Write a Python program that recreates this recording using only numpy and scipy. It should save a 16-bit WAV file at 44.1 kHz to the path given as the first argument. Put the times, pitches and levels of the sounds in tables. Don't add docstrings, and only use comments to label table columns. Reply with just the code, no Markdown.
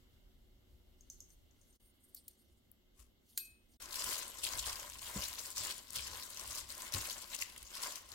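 import sys
import numpy as np
from scipy import signal
from scipy.fft import rfft, irfft, next_fast_len
from scipy.io import wavfile
from scipy.ndimage import uniform_filter1d, map_coordinates

SR = 44100
rng = np.random.default_rng(int(sys.argv[2]) if len(sys.argv) > 2 else 0)


def transcribe(signal):
    frames = np.atleast_2d(signal).T
    limited = np.clip(frames, -1, 1)
    pcm = np.round(limited * 32767).astype(np.int16)
    wavfile.write(sys.argv[1], SR, pcm)


N = 358974

# t/s, crackle level/dB, squelch over crackle/dB, treble over crackle/dB
SQUEEZES = [(3.8, -52.5, -7, -10), (3.82, -53, -12.5, -7), (3.9, -54.5, -3, -9), (3.93, -47, -12, -6),
            (4.13, -40, -9.5, -6), (4.31, -55, -11.5, -9), (4.42, -52, -10.5, -4), (4.44, -42, -19, -6),
            (4.56, -49, -4, -7.5), (4.58, -43, -14, -4), (4.65, -48.5, -15.5, -6), (4.67, -39.5, -12, -7),
            (4.72, -46.5, -10.5, -5.5), (5.01, -56, -14, -7), (5.02, -48.5, -15, -5.5),
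            (5.21, -46, -8.5, -5.5), (5.24, -42, -13.5, -6), (5.37, -53, -13, -4), (5.39, -48, -11, -5),
            (5.53, -52, -16, -5), (5.54, -56.5, -10, -9), (5.59, -41, -19, -12), (5.62, -46.5, -12, -13),
            (5.65, -41, -13.5, -6.5), (5.87, -62, -12, -6.5), (5.94, -51.5, -13, -5), (5.96, -40, -18, -6),
            (5.98, -48, -17, -12), (6.13, -50.5, -10, -10.5), (6.17, -47, -10.5, -3),
            (6.28, -54, -12.5, -5.5), (6.45, -50.5, -11.5, -8), (6.58, -44.5, -14.5, -4.5),
            (6.66, -60.5, -11, -8), (6.7, -48, -16, -5), (6.75, -53, -10.5, -7.5), (6.87, -46.5, -11, -5.5),
            (6.91, -59, -5, -10), (6.94, -40.5, -14, -6.5), (7.04, -46, -10.5, -7), (7.29, -56, -12, -4.5),
            (7.35, -43, -14.5, -8), (7.37, -53, -13, -7), (7.41, -45, -13.5, -5), (7.47, -55.5, -14.5, -9),
            (7.68, -60.5, -10, -6), (7.76, -47, -11.5, -9), (7.8, -52, -8, -11), (7.82, -43, -19, -8),
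            (7.84, -42.5, -8, -7), (7.95, -53.5, -9, -9), (7.96, -47, -16.5, -5), (8.04, -65, -6, -9),
            (8.14, -56, -9.5, -8)]
# t/s of the first give, peak level/dB, f/Hz
LOUD_SNAPS = [(3.8219, -35.5, 8350), (3.9077, -36, 4600), (3.9276, -33, 5440), (3.9416, -30, 3700),
              (3.9564, -24.5, 5570), (3.992, -29, 7380), (4.0414, -25.5, 7500), (4.1885, -32, 7260),
              (4.2783, -31, 8170), (4.386, -37, 7290), (4.433, -35, 5490), (4.439, -32, 7290),
              (4.4716, -35, 4450), (4.5407, -35, 7530), (4.5737, -30, 8770), (4.656, -32, 6200),
              (4.6662, -29, 7450), (4.7296, -33, 7240), (4.756, -34, 4800), (4.8979, -31.5, 7150),
              (4.9204, -45, 3570), (4.9348, -36, 6470), (5.0171, -34, 8800), (5.2391, -29, 7090),
              (5.282, -29, 7500), (5.3364, -29, 13700), (5.5025, -31.5, 8210), (5.5619, -34, 4270),
              (5.5799, -26, 5150), (5.6697, -30, 7330), (5.7227, -32, 4760), (5.7799, -35, 8800),
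              (5.9041, -34.5, 7350), (5.9313, -31, 7800), (5.9605, -27, 7100), (5.9926, -35, 2750),
              (6.0762, -33.5, 7560), (6.1715, -32.5, 7600), (6.2374, -35, 7080), (6.2997, -34, 11000),
              (6.395, -30.5, 5450), (6.4344, -38, 6160), (6.4755, -29.5, 7670), (6.5083, -31, 8200),
              (6.5287, -34, 7310), (6.6898, -38, 7280), (6.702, -33, 4750), (6.7223, -31, 7670),
              (6.7786, -32.5, 7410), (6.8195, -30.5, 7120), (6.922, -31, 5430), (6.938, -27, 4470),
              (7.022, -33, 7040), (7.113, -34, 6580), (7.1264, -32, 7330), (7.2166, -33, 13200),
              (7.3473, -27, 7360), (7.3878, -31, 5500), (7.4135, -27.5, 7090), (7.5614, -38.5, 2600),
              (7.5776, -32.5, 7700), (7.6277, -35, 8930), (7.7516, -31, 4430), (7.8183, -31, 6600),
              (7.956, -31, 5360), (8.1176, -39, 4450)]
# f/Hz, density level/dB
FILM_SPECTRUM = [(710, -25), (1200, -11.5), (2150, -9.5), (2600, -4), (4430, -0.5), (6300, -2), (7350, 0.5),
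                 (10000, -5.5), (11500, -3.5), (14500, -8.5), (16000, -8.5)]
# f/Hz, density level/dB
SHRED_SPECTRUM = [(150, -15), (300, -11.5), (700, -21.5), (1500, -7), (2500, -16), (5000, -17)]
# f/Hz, width/Hz, level/dB
BOWL_MODES = [(595, 116, 4.5), (1039, 87, 10), (2163, 176, -5)]
# f/Hz, left-right level/dB
BODY_SHADOW = [(300, -4), (700, 0), (1500, -1.5), (5000, 2.5), (15000, 0)]
# t/s, peak level/dB, left-right level/dB, ring level/dB,
# brightness/(dB per octave), crack t60/s
SPOON_TICKS = [(2.146, -32.5, 4, -45, 9.5, 0.019), (2.2796, -35.5, 2.5, -48, 8, 0.029),
               (2.715, -43, 12, -38, 23, 0.0064), (3.3746, -19.5, 1.5, -21.5, 2.5, 0.032)]
# f/Hz, level/dB, t60/s, swell/s
SPOON_MODES = [(1600, -15, .09, .001), (2552, -11, .45, .03), (4285, -19, .38, .002), (6207, -17, .1, .001),
               (7197, -13, .1, .001), (8759, -10, .4, .002), (10830, -16, .15, .001), (12550, 3, .24, .002),
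               (14450, -14, .15, .001)]
# t/s, peak level/dB, left-right level/dB
FINGER_TAPS = [(1.0081, -52, 4), (1.0997, -36.5, 0), (1.2037, -39.5, 2), (1.3029, -54, 7), (1.51, -63, 9),
               (1.6132, -58, 10), (1.726, -57.5, 3.5)]
# f/Hz, width/Hz, level/dB
CUP_MODES = [(5170, 820, -11), (6400, 410, 6.5), (8700, 1300, -11), (11800, 2400, -14), (15000, 1900, -19)]
# t/s, peak level/dB, f/Hz, t60/s, knock level/dB
BOWL_BUMPS = [(2.99, -54.5, 58, 0.3, -22), (4.1, -56, 279, 0.12, -12), (4.552, -46, 54, 0.11, -12),
              (5.158, -37, 195, 0.1, -4), (5.598, -54, 93, 0.16, -5), (5.963, -51.5, 83, 0.14, -1.5),
              (6.94, -44, 93.7, 0.22, 0)]
# t/s of the peak, level/dB, rise/s and fall/s for 20 dB
MUSTARD_PLOP = (3, -61.5, 0.04, 0.07)
# f/Hz, density level/dB
PLOP_SPECTRUM = [(410, -57), (700, -34), (1090, 0), (1550, -17), (2480, -9), (3720, -12), (7130, -4.5),
                 (11300, -7), (15800, -16)]
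# t/s of the peak, dull level/dB, bright level/dB,
# rise/s and fall/s for 20 dB
HANDLING = [(1.01, -79, -92, .05, 0.4), (1.13, -83, -73, .06, 0.16), (1.31, -80.5, -71, 0.056, 0.1),
            (1.62, -80, -88, 0.11, 0.07), (1.7, -82, -83, 0.091, .12), (1.86, -85, -69.5, 0.19, 0.1),
            (2.05, -92, -68, 0.085, 0.08), (2.1, -86, -75, .04, .04), (2.17, -70.5, -62, 0.033, 0.1),
            (2.295, -71.5, -68, 0.027, 0.08), (2.41, -80, -78, .08, 0.3), (3.29, -77, -73, 0.077, .2),
            (3.35, -78, -76, .05, 0.15), (3.385, -54, -53, .012, 0.09), (3.72, -75, -75, .06, .14)]
# f/Hz, width/Hz, level/dB
RUB_MODES = [(4400, 230, -12.5), (6400, 820, -10.5), (8750, 190, -4), (10020, 190, -6), (11500, 510, -10),
             (14500, 950, -10.5)]
# t/s of the peak, boom level/dB
LEANS = [(4.05, -61), (4.57, -50), (4.69, -54.5), (4.93, -60), (5.18, -49), (5.61, -62), (6.0, -61),
         (6.12, -56), (6.5, -63), (6.63, -65), (6.97, -51), (7.64, -69)]
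# t/s, level/dB
TABLE_LEVEL = [(0, -69.5), (1.4, -71), (2.16, -77), (3.7, -74.5), (3.85, -66.5), (6.2, -68), (8.14, -73)]
# f/Hz, density level/dB
TABLE_SPECTRUM = [(25, -11), (45, -9.5), (60, 3.5), (85, -7), (120, -10.5), (200, -42.5)]
# t/s, level/dB
DEEP_LEVEL = [(0, -69), (1.7, -67.5), (2.2, -84), (2.8, -82), (3.04, -69), (3.3, -82), (3.85, -72),
              (6.0, -77), (7.15, -71), (8.14, -75)]
# f/Hz, density level/dB
DEEP_SPECTRUM = [(10, -15), (22, 1), (40, 9), (60, -13), (90, -47.5)]
# f/Hz, density level/dB
HUM_SPECTRUM = [(53, -24), (90, -3.5), (103, -13.5), (140, -14), (236, -4.5), (327, -11.5), (364, -6.5),
                (429, -17.5), (551, -15), (900, -26.5), (1170, -48), (1980, -120)]
# t/s, level/dB
HUM_LEVEL = [(0, -75), (3.26, -78), (3.9, -74.5), (6.9, -72), (8.14, -76.5)]
# f/Hz, density level/dB
HISS_SPECTRUM = [(410, -46), (700, -12), (983, -6.5), (1420, -6.5), (1860, -9.5), (2120, -1), (2420, -16.5),
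                 (2860, -0.5), (3570, -3.5), (5940, -13), (7810, -12), (9380, -34), (11600, -10.5),
                 (15800, -14.5)]
# t/s, level/dB
HISS_LEVEL = [(0, -74.5), (.4, -78), (1.7, -77), (2.6, -79.5), (8.14, -75)]
# f/Hz, correlation (-1 to 1)
LIKENESS = [(60, 0.94), (180, 0.67), (550, 0.17), (1650, -0.16), (4970, -0.12), (15000, 0.52)]
# f/Hz, t60/s
REVERBERATION = [(300, 0.27), (3000, 0.58), (14000, 0.1)]
# t/s of fall start, lowest from, lowest to and full return, lowest level/dB
LEVEL_DIPS = [(1.762, 1.776, 1.796, 1.803, -20), (3.764, 3.774, 3.796, 3.799, -60)]

TOP_HZ = 15900
HAND_PAN_DB, DULL_DB, BRIGHTENS, FIRM_DB = 3.3, -0.7, 0.66, -47
PRESS_RISE_S, PRESS_FALL_S, PRESS_DEEP_DB = 0.054, 0.083, -20
BUCKLE_S = .0012
LESSER_DB, LESSER_GROWS, LESSER_HZ = -38.5, 0.66, 7000
SNAP_PAN_DB, LULLS_DEEPEN = 5, 0.078


def glove():
    crackle_db, _, treble_db = curves(SQUEEZES)
    squeezing = during(SQUEEZES)
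    bright = DULL_DB + BRIGHTENS * (treble_db - treble_db[squeezing].mean())
    crowd = swarm(790, 20200, tail_db=3.5, cycles=0.44, count=17000, size=64)
    crowd = scatter(crowd * amp(2.8 * wobble(70)), t60=0.013, db=0)
    crowd = filtered(crowd, lambda hz: amp(along(FILM_SPECTRUM, hz)))
    crowd = crowd / np.sqrt(np.mean(crowd[:, squeezing] ** 2))
    fine_hiss = rush(FILM_SPECTRUM, [(1000, 0.39), (12000, 0.99)]) * squeezing
    bed = patchy(amp(0.07) * crowd + amp(-6.5) * fine_hiss, db=2.0)
    bed = tilted(bed, bright, hz=6540)

    s, db, hz = buckles(crackle_db, count=130)
    pan = SNAP_PAN_DB + 4 * rng.standard_normal(len(s))
    lead = 0.00014 + .8e-4 * rng.standard_normal(len(s))
    s = s + BUCKLE_S
    snaps = grains(s, hz, amp(db - 4.5), 0.69, pan, lead, size=128)
    snaps += grains(s, 0 * s + 11000, amp(db - 1.0), 0.43, pan, lead, size=32)

    fine_db = crackle_db + LULLS_DEEPEN * np.minimum(crackle_db - FIRM_DB, 0)
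    fine = amp(fine_db) * sides(HAND_PAN_DB)[:, None] * bed
    return fine + scatter(snaps, t60=0.014, db=3)


def buckles(crackle_db, count):
    g = rng.standard_normal((count, 2))
    s = rng.uniform(SQUEEZES[0][0], SQUEEZES[-1][0] - .02, count)
    extra_db = crackle_db[(s * SR).astype(int)] - FIRM_DB
    db = LESSER_DB + LESSER_GROWS * extra_db + 3.6 * g[:, 0]
    hz = np.clip(LESSER_HZ * np.exp(.4 * g[:, 1]), 2500, 15000)
    return np.hstack([np.transpose(LOUD_SNAPS), [s, db, hz]])


def carrot():
    squelch_db = sum(curves(SQUEEZES)[:2])
    wet = swarm(202, 4160, tail_db=2.5, cycles=0.44, count=9000, size=160)
    wet = wet * amp(1.55 * wobble(35))
    bowl = resonant(BOWL_MODES)
    wet = filtered(wet, lambda hz: amp(along(SHRED_SPECTRUM, hz) + 9) * (0.41 + bowl(hz)))
    wet = scatter(wet, t60=0.081, db=-8.5)
    wet = wet / np.sqrt(np.mean(wet[:, during(SQUEEZES)] ** 2))
    return amp(squelch_db + 4.5) * sides(3.4)[:, None] * wet


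def mustard_spoon():
    out, t = np.zeros((2, N + SR)), np.arange(SR * 2 // 5) / SR
    f = np.fft.rfftfreq(len(t), 1 / SR)
    body = .5 + 1.56 * resonant([(hz, 500, -3) for hz, *_ in SPOON_MODES])(f)
    low_cut = 1 + (1900 / (f + 1)) ** 3
    for s, db, pan, ring_db, bright, crack_s in SPOON_TICKS:
        ring = 0
        for hz, level, t60, swell in SPOON_MODES:
            decay = amp(level + rng.normal(0, 3.1, (2, 1)) - 60 * t / t60)
            onset = 1 - np.exp(-(t / swell) ** 2)
            turns = hz * t + [[0], [rng.normal(0, 0.22)]]
            ring = ring + decay * onset * np.sin(2 * np.pi * turns)
        crack = rng.standard_normal(len(t)) + 0.19 * rng.standard_normal((2, len(t)))
        crack *= amp(-60 * t / crack_s) * (1 - np.exp(-(t / .0011) ** 2))
        colour = body * amp(bright * np.log2(f / 9000 + 0.0078)) / low_cut
        crack = irfft(rfft(crack) * colour, len(t))
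        tick = amp(db) * sides(pan)[:, None] * (amp(-3) * crack + amp(ring_db) * ring)
        out[:, round(s * SR):][:, :len(t)] += tick
    return out[:, :N]


def sugar_spoon():
    out, t = np.zeros((2, N + SR)), np.arange(SR // 4) / SR
    for s, db, pan in FINGER_TAPS:
        onset = 1 - np.exp(-(t / 0.00053) ** 2)
        click = rng.standard_normal(len(t)) * amp(-60 * t / 0.013) * onset
        rattle = rng.standard_normal((2, len(t)))
        rattle *= amp(-18.5 - 60 * t / 0.26 + 3.7 * rng.standard_normal(len(t)))
        out[:, round(s * SR):][:, :len(t)] += amp(db + 7.5) * sides(pan)[:, None] * (click + rattle)
    return filtered(out[:, :N], resonant(CUP_MODES))


def bumps():
    out, t = np.zeros(N + SR), np.arange(SR // 3) / SR
    knocks = np.zeros(N + SR)
    for s, db, hz, t60, knock_db in BOWL_BUMPS:
        swell = amp(db + 2.0 - 60 * t / t60) * (1 - np.exp(-t / 0.0043))
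        start = round(s * SR)
        out[start:][:len(t)] += swell * np.sin(2 * np.pi * hz * t)
        knocks[start:][:len(t)] += swell * amp(knock_db + 20) * rng.standard_normal(len(t))
    dull = lambda f: 1 / (1 + 1j * f / 200) ** 1.35
    return (out[:N] + filtered(knocks[:N], dull)) * sides(1.7)[:, None]


def plop():
    grainy = swells(*MUSTARD_PLOP) * amp(3 * wobble(400))
    return grainy * rush(PLOP_SPECTRUM, [(1000, 0.25)]) * sides(7.9)[:, None]


def rustle():
    s, dull_db, bright_db, rise_s, fall_s = np.transpose(HANDLING)
    rub = rush([(2000, -23), (3500, -2.0), (16000, 2.5)], [(1000, 0.75)])
    rub = rub * amp(2.6 * wobble(90))
    spoons = resonant(RUB_MODES)
    rub = filtered(patchy(rub, db=4), lambda hz: 0.14 + spoons(hz))
    low = filtered(rub, lambda hz: 1 / (1 + (hz / 7500) ** 6))
    dull = swells(s, dull_db, rise_s, fall_s) * unit(low)
    return dull + swells(s, bright_db, rise_s, fall_s) * unit(rub - low)


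def table_boom():
    press = swells(*np.transpose(LEANS), PRESS_RISE_S, PRESS_FALL_S)
    boom_gain = amp(curves(TABLE_LEVEL)[0] + 2.4 * wobble(14)) + press
    boom = boom_gain * rush(TABLE_SPECTRUM, [(60, 0.86)])
    deep_gain = amp(curves(DEEP_LEVEL)[0] + 2.3 * wobble(4)) + amp(PRESS_DEEP_DB) * press
    return boom + deep_gain * rush(DEEP_SPECTRUM, [(30, .85)])


def room_tone():
    hum_gain = amp(curves(HUM_LEVEL)[0] + 2.0 + 0.33 * wobble(5))
    hum = hum_gain * rush(HUM_SPECTRUM + [(1400, -72)], LIKENESS)
    hiss = amp(curves(HISS_LEVEL)[0]) * patchy(rush(HISS_SPECTRUM, LIKENESS), db=1.0)
    return hum + hiss


def kitchen(x):
    hz, t, z = signal.stft(rng.standard_normal((2, SR // 2)), SR, nperseg=256)
    decay = amp(-60 * t / along(REVERBERATION, hz)[:, None])
    tail = signal.istft(z * decay, SR, nperseg=256)[1]
    delayed = np.pad(x, ((0, 0), (300, 0)))
    return signal.fftconvolve(delayed, tail / np.linalg.norm(tail[0]), axes=1)[:, :N]


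def swarm(lo_hz, hi_hz, tail_db, cycles, count, size):
    u = rng.random((count, 3))
    g = rng.standard_normal((count, 2))
    hz = lo_hz + (hi_hz - lo_hz) * u[:, 1]
    gain = np.sqrt(hz) * amp(-tail_db * np.log(u[:, 2] + 0.0063))
    s = SQUEEZES[0][0] + (SQUEEZES[-1][0] - SQUEEZES[0][0]) * u[:, 0]
    return grains(s, hz, gain, cycles, 6.7 * g[:, 0], 0.00013 + .8e-4 * g[:, 1], size=size)


def grains(s, hz, gain, cycles, pan_db, lead_s, size):
    out = []
    for side, level in zip((-.5, .5), sides(pan_db)):
        at = (s + side * lead_s - cycles / hz) * SR
        first = np.ceil(at).astype(int)
        index = first[:, None] + np.arange(size)
        turns = ((first - at)[:, None] + np.arange(size)) / SR * hz[:, None]
        envelope = turns / cycles * np.exp(1 - turns / cycles)
        wave = (gain * level)[:, None] * np.sin(2 * np.pi * turns) * envelope
        out.append(np.bincount(index.ravel(), wave.ravel(), N + size + 99)[:N])
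    return np.array(out)


def scatter(x, t60, db, count=8):
    t = np.arange(SR // 25) / SR
    pose = np.repeat(rng.integers(count, size=N // 1024 + 1), 1024)[:N]
    tails = rng.standard_normal((count, 2, len(t))) * amp(-60 * t / t60)
    tails /= np.linalg.norm(tails, axis=2, keepdims=True)
    echoes = sum(signal.oaconvolve(x * (pose == k), tail, axes=1)[:, :N] for k, tail in enumerate(tails))
    return x + amp(db) * echoes


def tilted(x, bright, hz):
    low = filtered(x, lambda f: 1 / (1 + (f / hz) ** 3))
    return amp(-bright) * low + amp(bright) * (x - low)


def patchy(x, db):
    z = signal.stft(x, nperseg=256)[2]
    field = uniform_filter1d(rng.standard_normal(z.shape[1:]), size=7, axis=0)
    field = uniform_filter1d(field, size=12, axis=1)
    return signal.istft(z * amp(db * unit(field)), nperseg=256)[1][:, :N]


def rush(spectrum, alike):
    turn = lambda hz: np.arccos(np.clip(along(alike, hz), -1, 1)) / 2
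    response = lambda hz: amp(along(spectrum, hz)) * [np.cos(turn(hz)), np.sin(turn(hz))]
    mid, side = filtered(rng.standard_normal((2, N)), response)
    return unit(np.array([mid + side, mid - side]))


def swells(s, db, rise_s, fall_s):
    t = np.arange(0, N, 16) / SR
    s, db, rise_s, fall_s = (np.reshape(v, (-1, 1)) for v in (s, db, rise_s, fall_s))
    gain = amp(db - 20 * np.maximum((s - t) / rise_s, (t - s) / fall_s)).sum(axis=0)
    return np.interp(np.arange(N) / SR, t, gain)


def resonant(modes):
    def response(f):
        total = 0
        for k, (c, w, db) in enumerate(modes):
            total = total + (-1) ** k * amp(db) * 1j * f * w / (c * c - f * f + 1j * f * w)
        return total
    return response


def filtered(x, response):
    m = next_fast_len(N + SR // 2)
    return irfft(rfft(x, m) * response(np.fft.rfftfreq(m, 1 / SR)), m)[..., :N]


def wobble(rate):
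    return map_coordinates(rng.standard_normal(int(N * rate / SR) + 4), [np.arange(N) * rate / SR])


def curves(rows):
    s, *cols = np.transpose(rows)
    return [np.interp(np.arange(N) / SR, s, c) for c in cols]


def during(rows):
    t = np.arange(N) / SR
    return (t > rows[0][0]) & (t < rows[-1][0] + .02)


def along(points, hz):
    f, v = np.transpose(points)
    return np.interp(np.log(hz + 1), np.log(f + 1), v)


def sides(pan_db):
    return amp(np.array([pan_db, -pan_db]) / 2)


def unit(x):
    return x / np.sqrt(np.mean(x ** 2) + 1e-20)


def amp(db):
    return 10 ** (np.asarray(db) / 20)


def scene():
    hand = filtered(glove() + carrot(), lambda hz: sides(along(BODY_SHADOW, hz)))
    spoons = sugar_spoon() + mustard_spoon()
    room = kitchen(amp(-14.0) * hand + amp(-17) * spoons)
    return hand + spoons + room + bumps() + plop() + rustle() + table_boom() + room_tone()


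def record(dry):
    dips = np.array(LEVEL_DIPS)
    times = dips[:, :4].ravel()
    gains = amp(np.outer(dips[:, 4], [0, 1, 1, 0])).ravel()
    fade = np.interp(np.arange(N) / SR, times, gains)
    return filtered(dry * fade, lambda hz: hz < TOP_HZ)


dry = scene()
out = record(dry)
transcribe(out)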